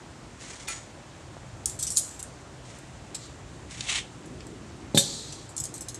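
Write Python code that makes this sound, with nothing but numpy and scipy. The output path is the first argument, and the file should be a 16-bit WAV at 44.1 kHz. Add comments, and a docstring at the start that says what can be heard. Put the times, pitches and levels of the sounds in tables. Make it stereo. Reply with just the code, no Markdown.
"""A kettle grill on a concrete drive, under far traffic rumble and a faint steady hiss (banded noise).
Shoes scuff (clumped grit clicks), a small steel part pings (ringing modes), a dull pop follows, then steel
tongs rattle in a hand (crowded modes struck in chatter). The domed lid's rim drags (rubbing grains), shoes
scuff again, and the lid is set down: thump and clang (struck modes), then a fading grind under more rattle."""
import sys
import numpy as np
from scipy import signal
from scipy.fft import rfft, irfft, next_fast_len
from scipy.io import wavfile

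SR = 44100
rng = np.random.default_rng(int(sys.argv[2]) if len(sys.argv) > 2 else 0)


def unload_audio(sound):
    """Save the sound as a 16-bit wav file, at the path given as the first command line argument."""
    columns = np.transpose(np.atleast_2d(sound))
    # keep every value between -1 and 1, then stretch to whole-number steps
    steps = np.round(np.clip(columns, -1, 1) * 32767)
    wavfile.write(sys.argv[1], SR, steps.astype(np.int16))


N = 264159

# far traffic swells: t/s, deep rumble level/dB, low rumble level/dB
TRAFFIC_SWELLS = [(0, -5, -4), (1.2, -6.5, -5.5), (1.6, 0.5, -4), (2.1, -4.5, -5), (2.8, -4.5, -5),
                  (3.7, -1, -3.5), (4.1, -6.5, -3.5), (4.35, 0.5, 1.5), (4.75, -4, -1.5), (5.99, -3.5, -4)]
# spectrum of rumble and hiss: f/Hz, density level/dB per Hz
AIR_SPECTRUM = [(13, -87), (26, -39), (48, -4), (95, -3.5), (123, -1), (200, -9), (330, -7.5), (462, -15.5),
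                (900, -20), (2960, -28.5), (5000, -31.5), (7400, -29), (9000, -35), (11000, -50.5),
                (13800, -54)]
# left-right likeness of the air: f/Hz, likeness/1
AIR_LIKENESS = [(60, 0.99), (230, 0.99), (890, 0.91), (3450, 0.53), (13300, 0.31)]

# shoe scuffs: start t/s, peak level/dB, rise/s, hold/s, fade/(dB/s), sole band level/dB
SHOE_SCUFFS = [(0.376, -40, .034, .01, 40, -4), (0.668, -31.5, 0.014, .002, 147, -4),
               (2.626, -52, 0.03, 0.063, 64, -3), (3.673, -42, 0.039, 0.059, 10, -1.5),
               (3.835, -29, 0.065, 0.079, 590, 3.5)]
# spectrum of grit under a sole: f/Hz, density level/dB per Hz
GRIT_SPECTRUM = [(290, -49), (558, -33), (650, -14), (1550, -11), (2130, -3), (2440, -6), (3490, -3),
                 (4870, -10.5), (6960, -5), (10800, -22.5), (13500, -99)]
SCUFF_RISE_DB, SCUFF_LONGEST_S = 30.5, 0.29   # the sole presses down; lifts at the latest then

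# dull pop close by: t/s, peak level/dB
DULL_POP = [(1.3675, -31)]
POP_WIDTH_S = 0.00027

# knock on a small steel part: t/s, peak level/dB
PING_KNOCK = [(0.685, -20)]
# its modes: f/Hz, level/dB, t60/s
PING_RING = [(1344, 8, 0.3), (1670, 5, 0.23), (2010, 8, 0.13), (2426, 19, 0.06), (4370, 16, 0.059),
             (6923, 11, 0.37), (7117, -6, 0.44), (8030, 8, 0.42), (9230, 11, 0.2)]

# tongs and grit clicks: t/s, peak level/dB, colour centre f/Hz, chatter length/s,
# chatter level against the first touch/dB (before a common 3 dB cut)
TONG_CLICKS = [(0.673, -35.5, 3000, 0.012, -15), (1.6576, -10, 7400, 0.028, -27),
               (1.697, -21.5, 6540, 0.064, -26.5), (1.79, -22.5, 5900, 0.073, -12),
               (1.827, -14.5, 7740, 0.014, -13), (1.8684, -17.5, 6350, 0.029, -15),
               (1.9037, -18, 7560, 0.038, -16), (1.957, -22, 7100, 0.01, -15),
               (1.9636, -16.5, 7500, 0.0065, -6), (1.97, -7, 7700, 0.0044, -13),
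               (1.977, -12, 8150, 0.017, -12), (1.991, -20, 7900, 0.011, -12),
               (2.01, -29.5, 6800, 0.12, -3), (2.1925, -28, 6460, 0.013, -3),
               (2.228, -20, 9400, 0.011, -20.5), (2.787, -37.5, 9000, 0.01, -20),
               (3.146, -22, 5400, 0.014, -4), (3.8074, -17, 3200, 0.008, -39),
               (4.257, -41.5, 9500, 0.012, -10), (4.406, -32.5, 2610, 0.016, -38),
               (4.468, -36, 6900, 0.018, -26), (5.3245, -30.5, 4800, 0.028, -18),
               (5.49, -37.5, 7700, 0.03, -10), (5.5654, -22.5, 7350, 0.022, -19.5),
               (5.579, -17, 6560, 0.028, -21), (5.601, -20, 7700, 0.011, -13),
               (5.6387, -18.5, 7800, 0.013, -19), (5.654, -19.5, 6500, 0.014, -19.5),
               (5.7403, -27.5, 6900, 0.03, -16.5), (5.779, -29, 7820, 0.012, -21),
               (5.8082, -24, 7600, 0.017, -13), (5.885, -22.5, 6650, 0.016, -15),
               (5.9447, -26.5, 6760, 0.018, -17)]
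# strength of the crowded modes of the tongs: f/Hz, level/dB
TONG_SPECTRUM = [(590, -57), (1000, -19), (2720, -11), (3580, -8.5), (5770, -5), (6580, 3), (7660, 7.5),
                 (9530, 0.5), (12900, -8.5), (13500, -36)]
# where the tongs are: t/s, left-right level at 8 kHz/dB
HAND_PAN = [(1.65, 1), (1.9, 0), (2.2, 6.5), (5.5, 5), (5.95, 6)]
COLOUR_OCTAVES = 0.82   # a blow is 6 dB weaker this far from its colour centre

# lid rim meets concrete: t/s, clang peak level/dB, thump peak level/dB
LID_LANDINGS = [(4.946, -20, -11.5), (4.9725, -5.5, -15)]
# modes of the dome: f/Hz, level/dB, t60/s
DOME_MODES = [(150, 2.5, 0.056), (207, 2.5, 0.051), (288, 6, 0.025), (388, -7, 0.088), (459, -10.5, 0.071),
              (520, -13, 0.19), (552, -7.5, 0.28), (721, -22, 0.12), (811, -13, 0.23)]
# modes of the rim: f/Hz, level/dB, t60/s
RIM_MODES = [(1737, -14, 0.065), (3410, -5, 0.043), (3542, 2, 0.084), (3740, 10, 0.04), (3626, 6, 0.05),
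             (3850, -6, 0.23), (3935, -8, 0.26), (4160, -16, 0.96)]
# spectrum of the rubbing rim: f/Hz, density level/dB per Hz
GRIND_SPECTRUM = [(880, -56), (1600, -24), (2900, -18.5), (3350, -5), (4150, 1), (5240, -9), (7360, -2.5),
                  (10200, -22), (12500, -19), (13500, -54)]
# the rim drags off the kettle: t/s, level/dB
LID_LIFT = [(3.18, -56), (3.24, -46.5), (3.35, -63)]
# levels at the first and last landing, then the fade
GRIND_BEFORE_DB, GRIND_DB, GRIND_FADE_DB_PER_S = -32.5, -28, 51.5

# ground sounds at the left port: f/Hz, phase lead/rad, gain level/dB
GROUND_TO_LEFT = [(1670, -0.16, -0.5), (3600, -1.5, -0.5), (4370, -0.7, -1.5), (7300, 1.46, 0),
                  (8500, -1.5, 6.5), (13100, -3, 1.5)]
WALLS_T60_S, WALLS_DB, WALLS_AFTER_S = 0.23, -9, 0.0028   # scattered echoes of house and garage
LEFT_PORT_DB, CUTOFF_HZ = -0.63, 13900


def from_db(db):
    """Decibels to gain."""
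    return 10 ** (np.asarray(db) / 20)


def rms_one(x):
    """Scale to unit rms."""
    return x / np.sqrt(np.mean(x ** 2) + 1e-20)


def in_time(rows):
    """Columns of a curve at every sample."""
    s, *columns = np.transpose(rows)
    return [np.interp(np.arange(N) / SR, s, c) for c in columns]


def while_sounding(rows):
    """1 within the span of a curve, 0 outside, with soft edges."""
    t = np.arange(N) / SR
    to_edge_s = np.minimum(t - rows[0][0], rows[-1][0] - t)
    return np.clip(to_edge_s / 0.0028, 0, 1)


def stroke(start_s, rows):
    """Gain of a curve of (s after the start, dB), silent outside it."""
    rows = [(start_s + s, db) for s, db in rows]
    return from_db(in_time(rows)[0]) * while_sounding(rows)


def at_hz(points, hz):
    """Read a table on a log-frequency axis."""
    table_hz, values = np.array(points).T[:2]
    return np.interp(np.log(hz), np.log(table_hz), values)


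def coloured(x, spectrum):
    """Shape a long sound by a spectrum; rms 1."""
    size = next_fast_len(N)
    hz = np.maximum(np.arange(size // 2 + 1) * SR / size, 1)
    shaped = rfft(x, size) * from_db(at_hz(spectrum, hz))
    return rms_one(irfft(shaped, size)[..., :N])


def drift(rate_hz):
    """Slow chance, rms 1: noise through a double pole, computed every 40 samples."""
    r = np.exp(-80 * np.pi * rate_hz / SR)
    noise = rng.standard_normal(N // 40 + 2002)
    slow = signal.lfilter([1], [1, -2 * r, r * r], noise)[2000:]   # skip the filter's start
    return np.interp(np.arange(N) / 40, np.arange(len(slow)), rms_one(slow))


def grains(per_s, spread_db, size=N):
    """Random clicks of uneven size and sign."""
    size_db = spread_db * np.minimum(rng.exponential(1, size), 4)
    sizes = from_db(size_db) * rng.choice([-1, 1], size)
    return sizes * (rng.random(size) < per_s / SR)


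def stereo(x, other, alike):
    """Left and right share x and differ by a second sound."""
    alike = np.clip(alike, 0, 1)
    return (np.sqrt(1 + alike) * x + np.sqrt(1 - alike) * other * [[1], [-1]]) / np.sqrt(2)


def crowded(spectrum, t60_s, count):
    """Many unrelated modes under a spectrum; higher ones tend to die sooner (t60_s holds near 6 kHz)."""
    points = np.array(spectrum)[1:-1, 0]
    hz = np.geomspace(points[0], points[-1], count) * np.exp(rng.normal(0, 0.0143, count))
    decay_s = t60_s * (hz / 6000) ** -.5 * np.exp(rng.normal(0, 0.078, count))
    return np.transpose([hz, at_hz(spectrum, hz), decay_s])


def struck(modes, gains_db, scatter_db, size, pan_db=0, start_rad=0):
    """Ring after one blow; each mode has its own phase at each port, treble leans most to a side."""
    hz, level_db, t60_s = np.transpose(modes)
    t = np.arange(size) / SR
    rates = 2j * np.pi * hz - np.log(1000) / np.clip(t60_s, .01, 1.5)
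    waves = np.exp(t * rates[:, None])
    strength_db = level_db + gains_db + scatter_db * rng.standard_normal(len(hz))
    strength = from_db(strength_db) * np.exp(1j * start_rad)
    turn_rad = rng.normal(0, .6, len(hz)) * np.minimum(hz / 7000, 1)
    lean = pan_db * (hz / 8000) * np.log(10) / 40 + 1j * turn_rad
    return np.imag([strength * np.exp(side * lean) @ waves for side in (1, -1)])


def add(out, sound, s, peak_db):
    """Place a stereo sound at a time, with a given peak of its left-right mean."""
    at = round(s * SR)
    gain = from_db(peak_db) / np.max(np.abs(sound.mean(axis=0)))
    out[:, at:at + sound.shape[1]] += (gain * sound)[:, :N - at]


def air():
    """Half-octave bands of noise; rumble swells with the traffic and is patchy, hiss stays smoother."""
    deep_db, low_db = in_time(TRAFFIC_SWELLS)
    edges_hz = 22 * 2 ** np.arange(0, 9.6, .5)
    noise = coloured(rng.standard_normal((2, 2, N)), AIR_SPECTRUM)
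    out = 0
    for k, (low, high) in enumerate(zip(edges_hz, edges_hz[1:])):
        hz = np.sqrt(low * high)
        bandpass = signal.butter(2, [low, high], "band", fs=SR, output="sos")
        band = signal.sosfilt(bandpass, noise[k % 2])   # neighbours use separate noise
        swell_db = deep_db if hz < 160 else low_db if hz < 420 else 0
        patchy_db = 1.5 if hz < 1000 else .7
        gain = from_db(swell_db + patchy_db * drift(10.1))
        out = out + gain * stereo(*band, at_hz(AIR_LIKENESS, hz))
    return from_db(-44.0) * rms_one(out)


def scuffs():
    """Grit rolls under a sole: dense clicks in clumps; a heavier slide brings out a band around 3 kHz."""
    clumps = from_db(2.0 * drift(28))
    ports = [coloured(clumps * grains(5000, 2.2), GRIT_SPECTRUM) for port in range(2)]
    grit = stereo(*ports, 0.7)
    sole = signal.sosfilt(signal.butter(2, [1900, 4800], "band", fs=SR, output="sos"), grit)
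    out = 0
    for s, peak_db, rise_s, hold_s, fade_db_per_s, sole_db in SHOE_SCUFFS:
        held_s = rise_s + abs(hold_s)
        end_db = peak_db - fade_db_per_s * (SCUFF_LONGEST_S - held_s)
        gain = stroke(s, [(0, peak_db - SCUFF_RISE_DB), (rise_s, peak_db), (held_s, peak_db),
                          (SCUFF_LONGEST_S, end_db)])
        out = out + gain * (grit + (from_db(sole_db) - 1) * sole)
    return out


def pop(size=200):
    """A single pull and push of air."""
    out = np.zeros((2, N))
    widths = np.arange(size) / SR / POP_WIDTH_S - 3
    pulse = widths * np.exp(-widths ** 2 / 2)
    add(out, np.tile(pulse, (2, 1)), *DULL_POP[0])
    return out


def ping(size=16000):
    """One sharp knock on a small steel part: ringing modes with a broad crack."""
    out, t = np.zeros((2, N)), np.arange(size) / SR
    ring = struck(PING_RING, 0, 1.8, size, 0.93)
    crack = signal.lfilter([1, 1, -1, -1], [1], rng.standard_normal(size)) * np.exp(-t / 0.002)
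    add(out, ring / np.abs(ring).max() + from_db(-12) * crack, *PING_KNOCK[0])
    return out


def clinks(size=9000):
    """A first touch, then loose chatter, into the crowded modes of the steel; blows favour various modes."""
    out, t = np.zeros((2, N)), np.arange(size) / SR
    modes = crowded(TONG_SPECTRUM, 0.016, count=220)
    ring_size = size // 5
    rise = 1 - np.exp(-t[:ring_size] / 0.00017)   # the contact takes a moment to build
    for s, peak_db, hz, chatter_s, chatter_db in TONG_CLICKS:
        chatter_fade = np.exp(-(t / max(chatter_s, .002)) ** 1.6)
        touches = from_db(chatter_db - 3) * grains(4500, 3.6, size) * chatter_fade
        touches[0] = 1
        colour_db = -6.0 * (np.log2(modes[:, 0] / hz) / COLOUR_OCTAVES) ** 2
        pan_db = np.interp(s, *np.transpose(HAND_PAN))
        phases_rad = rng.uniform(0, 2 * np.pi, len(modes))
        ring = rise * struck(modes, colour_db, 3, ring_size, pan_db, phases_rad)
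        add(out, signal.fftconvolve(ring, touches[None])[:, :size], s, peak_db)
    return out


def lid(size=12000):
    """Each landing thumps the dome and clangs the rim; rubbing grains drag and grind the rim."""
    out, t = np.zeros((2, N)), np.arange(size) / SR
    wash = crowded(GRIND_SPECTRUM, 0.13, count=400)
    brighter_db = 16.8 * np.log2(wash[:, 0] / 6000)   # a blow is harder than rubbing
    # the thump carries little of its deepest motion
    low_cut = signal.butter(4, 125, "high", fs=SR, output="sos")
    soften = signal.butter(2, 800, fs=SR, output="sos")
    for s, clang_db, thump_db in LID_LANDINGS:
        contact = rng.standard_normal(size) * t * np.exp(-t / 0.0027)   # rough contact lasts some ms
        phases_rad = rng.uniform(0, 2 * np.pi, len(wash))
        clang = struck(RIM_MODES, 0, 1.6, size)
        clang = clang + from_db(-13.0) * struck(wash, brighter_db, 2.5, size, 2.1, phases_rad)
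        add(out, signal.fftconvolve(clang, contact[None])[:, :size], s, clang_db)
        push = signal.sosfilt(low_cut, -struck(DOME_MODES, 0, 0.85, size))
        # the dome shudders on after the blow
        rocking = from_db(-25) * grains(900, 4.1, size) * np.exp(-t / 0.054)
        rocking[0] = 1
        soft = signal.sosfilt(soften, rocking)
        add(out, signal.fftconvolve(push, soft[None])[:, :size], s, thump_db)
    rubbing = [coloured(grains(9000, 0.49), GRIND_SPECTRUM) for port in range(2)]
    first_s, last_s = LID_LANDINGS[0][0], LID_LANDINGS[-1][0]
    gap_s = last_s - first_s
    grind = stroke(first_s, [(0, GRIND_BEFORE_DB), (gap_s, GRIND_DB),
                             (gap_s + .5, GRIND_DB - .5 * GRIND_FADE_DB_PER_S)])
    uneven = from_db(0.96 * drift(34))
    return out + (grind + stroke(0, LID_LIFT)) * uneven * stereo(*rubbing, 1.0)


def from_ground(x):
    """The microphone body shades and turns low-lying sounds on their way to the left port."""
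    size = next_fast_len(N)
    hz = np.arange(size // 2 + 1) * SR / size
    at, lead_rad, gain_db = np.transpose(GROUND_TO_LEFT)
    gain = from_db(np.interp(hz, at, gain_db))
    turn = np.exp(1j * np.interp(hz, [0, *at], [0, *lead_rad]))
    left = rfft(x[0], size) * gain * turn
    return np.array([irfft(left, size)[:N], x[1]])


def walls(near, size=16000):
    """Near sounds come back thin and scattered: decaying, band-limited noise as the echo response."""
    t = np.arange(size) / SR
    decay = from_db(-60 * t / WALLS_T60_S) * (t > WALLS_AFTER_S)
    echoes = stereo(*rng.standard_normal((2, size)), 0.29) * decay
    echoes = signal.sosfilt(signal.butter(1, [1200, 11000], "band", fs=SR, output="sos"), echoes)
    echoes = echoes / np.sqrt(np.sum(echoes[0] ** 2))
    return from_db(WALLS_DB) * signal.fftconvolve(echoes, near.mean(axis=0)[None])[:, :N]


def scene():
    """Near sounds, their wall echoes and the air."""
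    near = clinks() + ping() + pop() + from_ground(lid() + scuffs())
    return near + walls(near) + air()


def record(dry):
    """The left port is a little quieter; the top is cut steeply, 75 dB down from the cutoff up."""
    ports = dry * from_db([[LEFT_PORT_DB], [0]])
    return signal.sosfilt(signal.cheby2(14, 75, CUTOFF_HZ, fs=SR, output="sos"), ports)


dry = scene()
out = record(dry)
unload_audio(out)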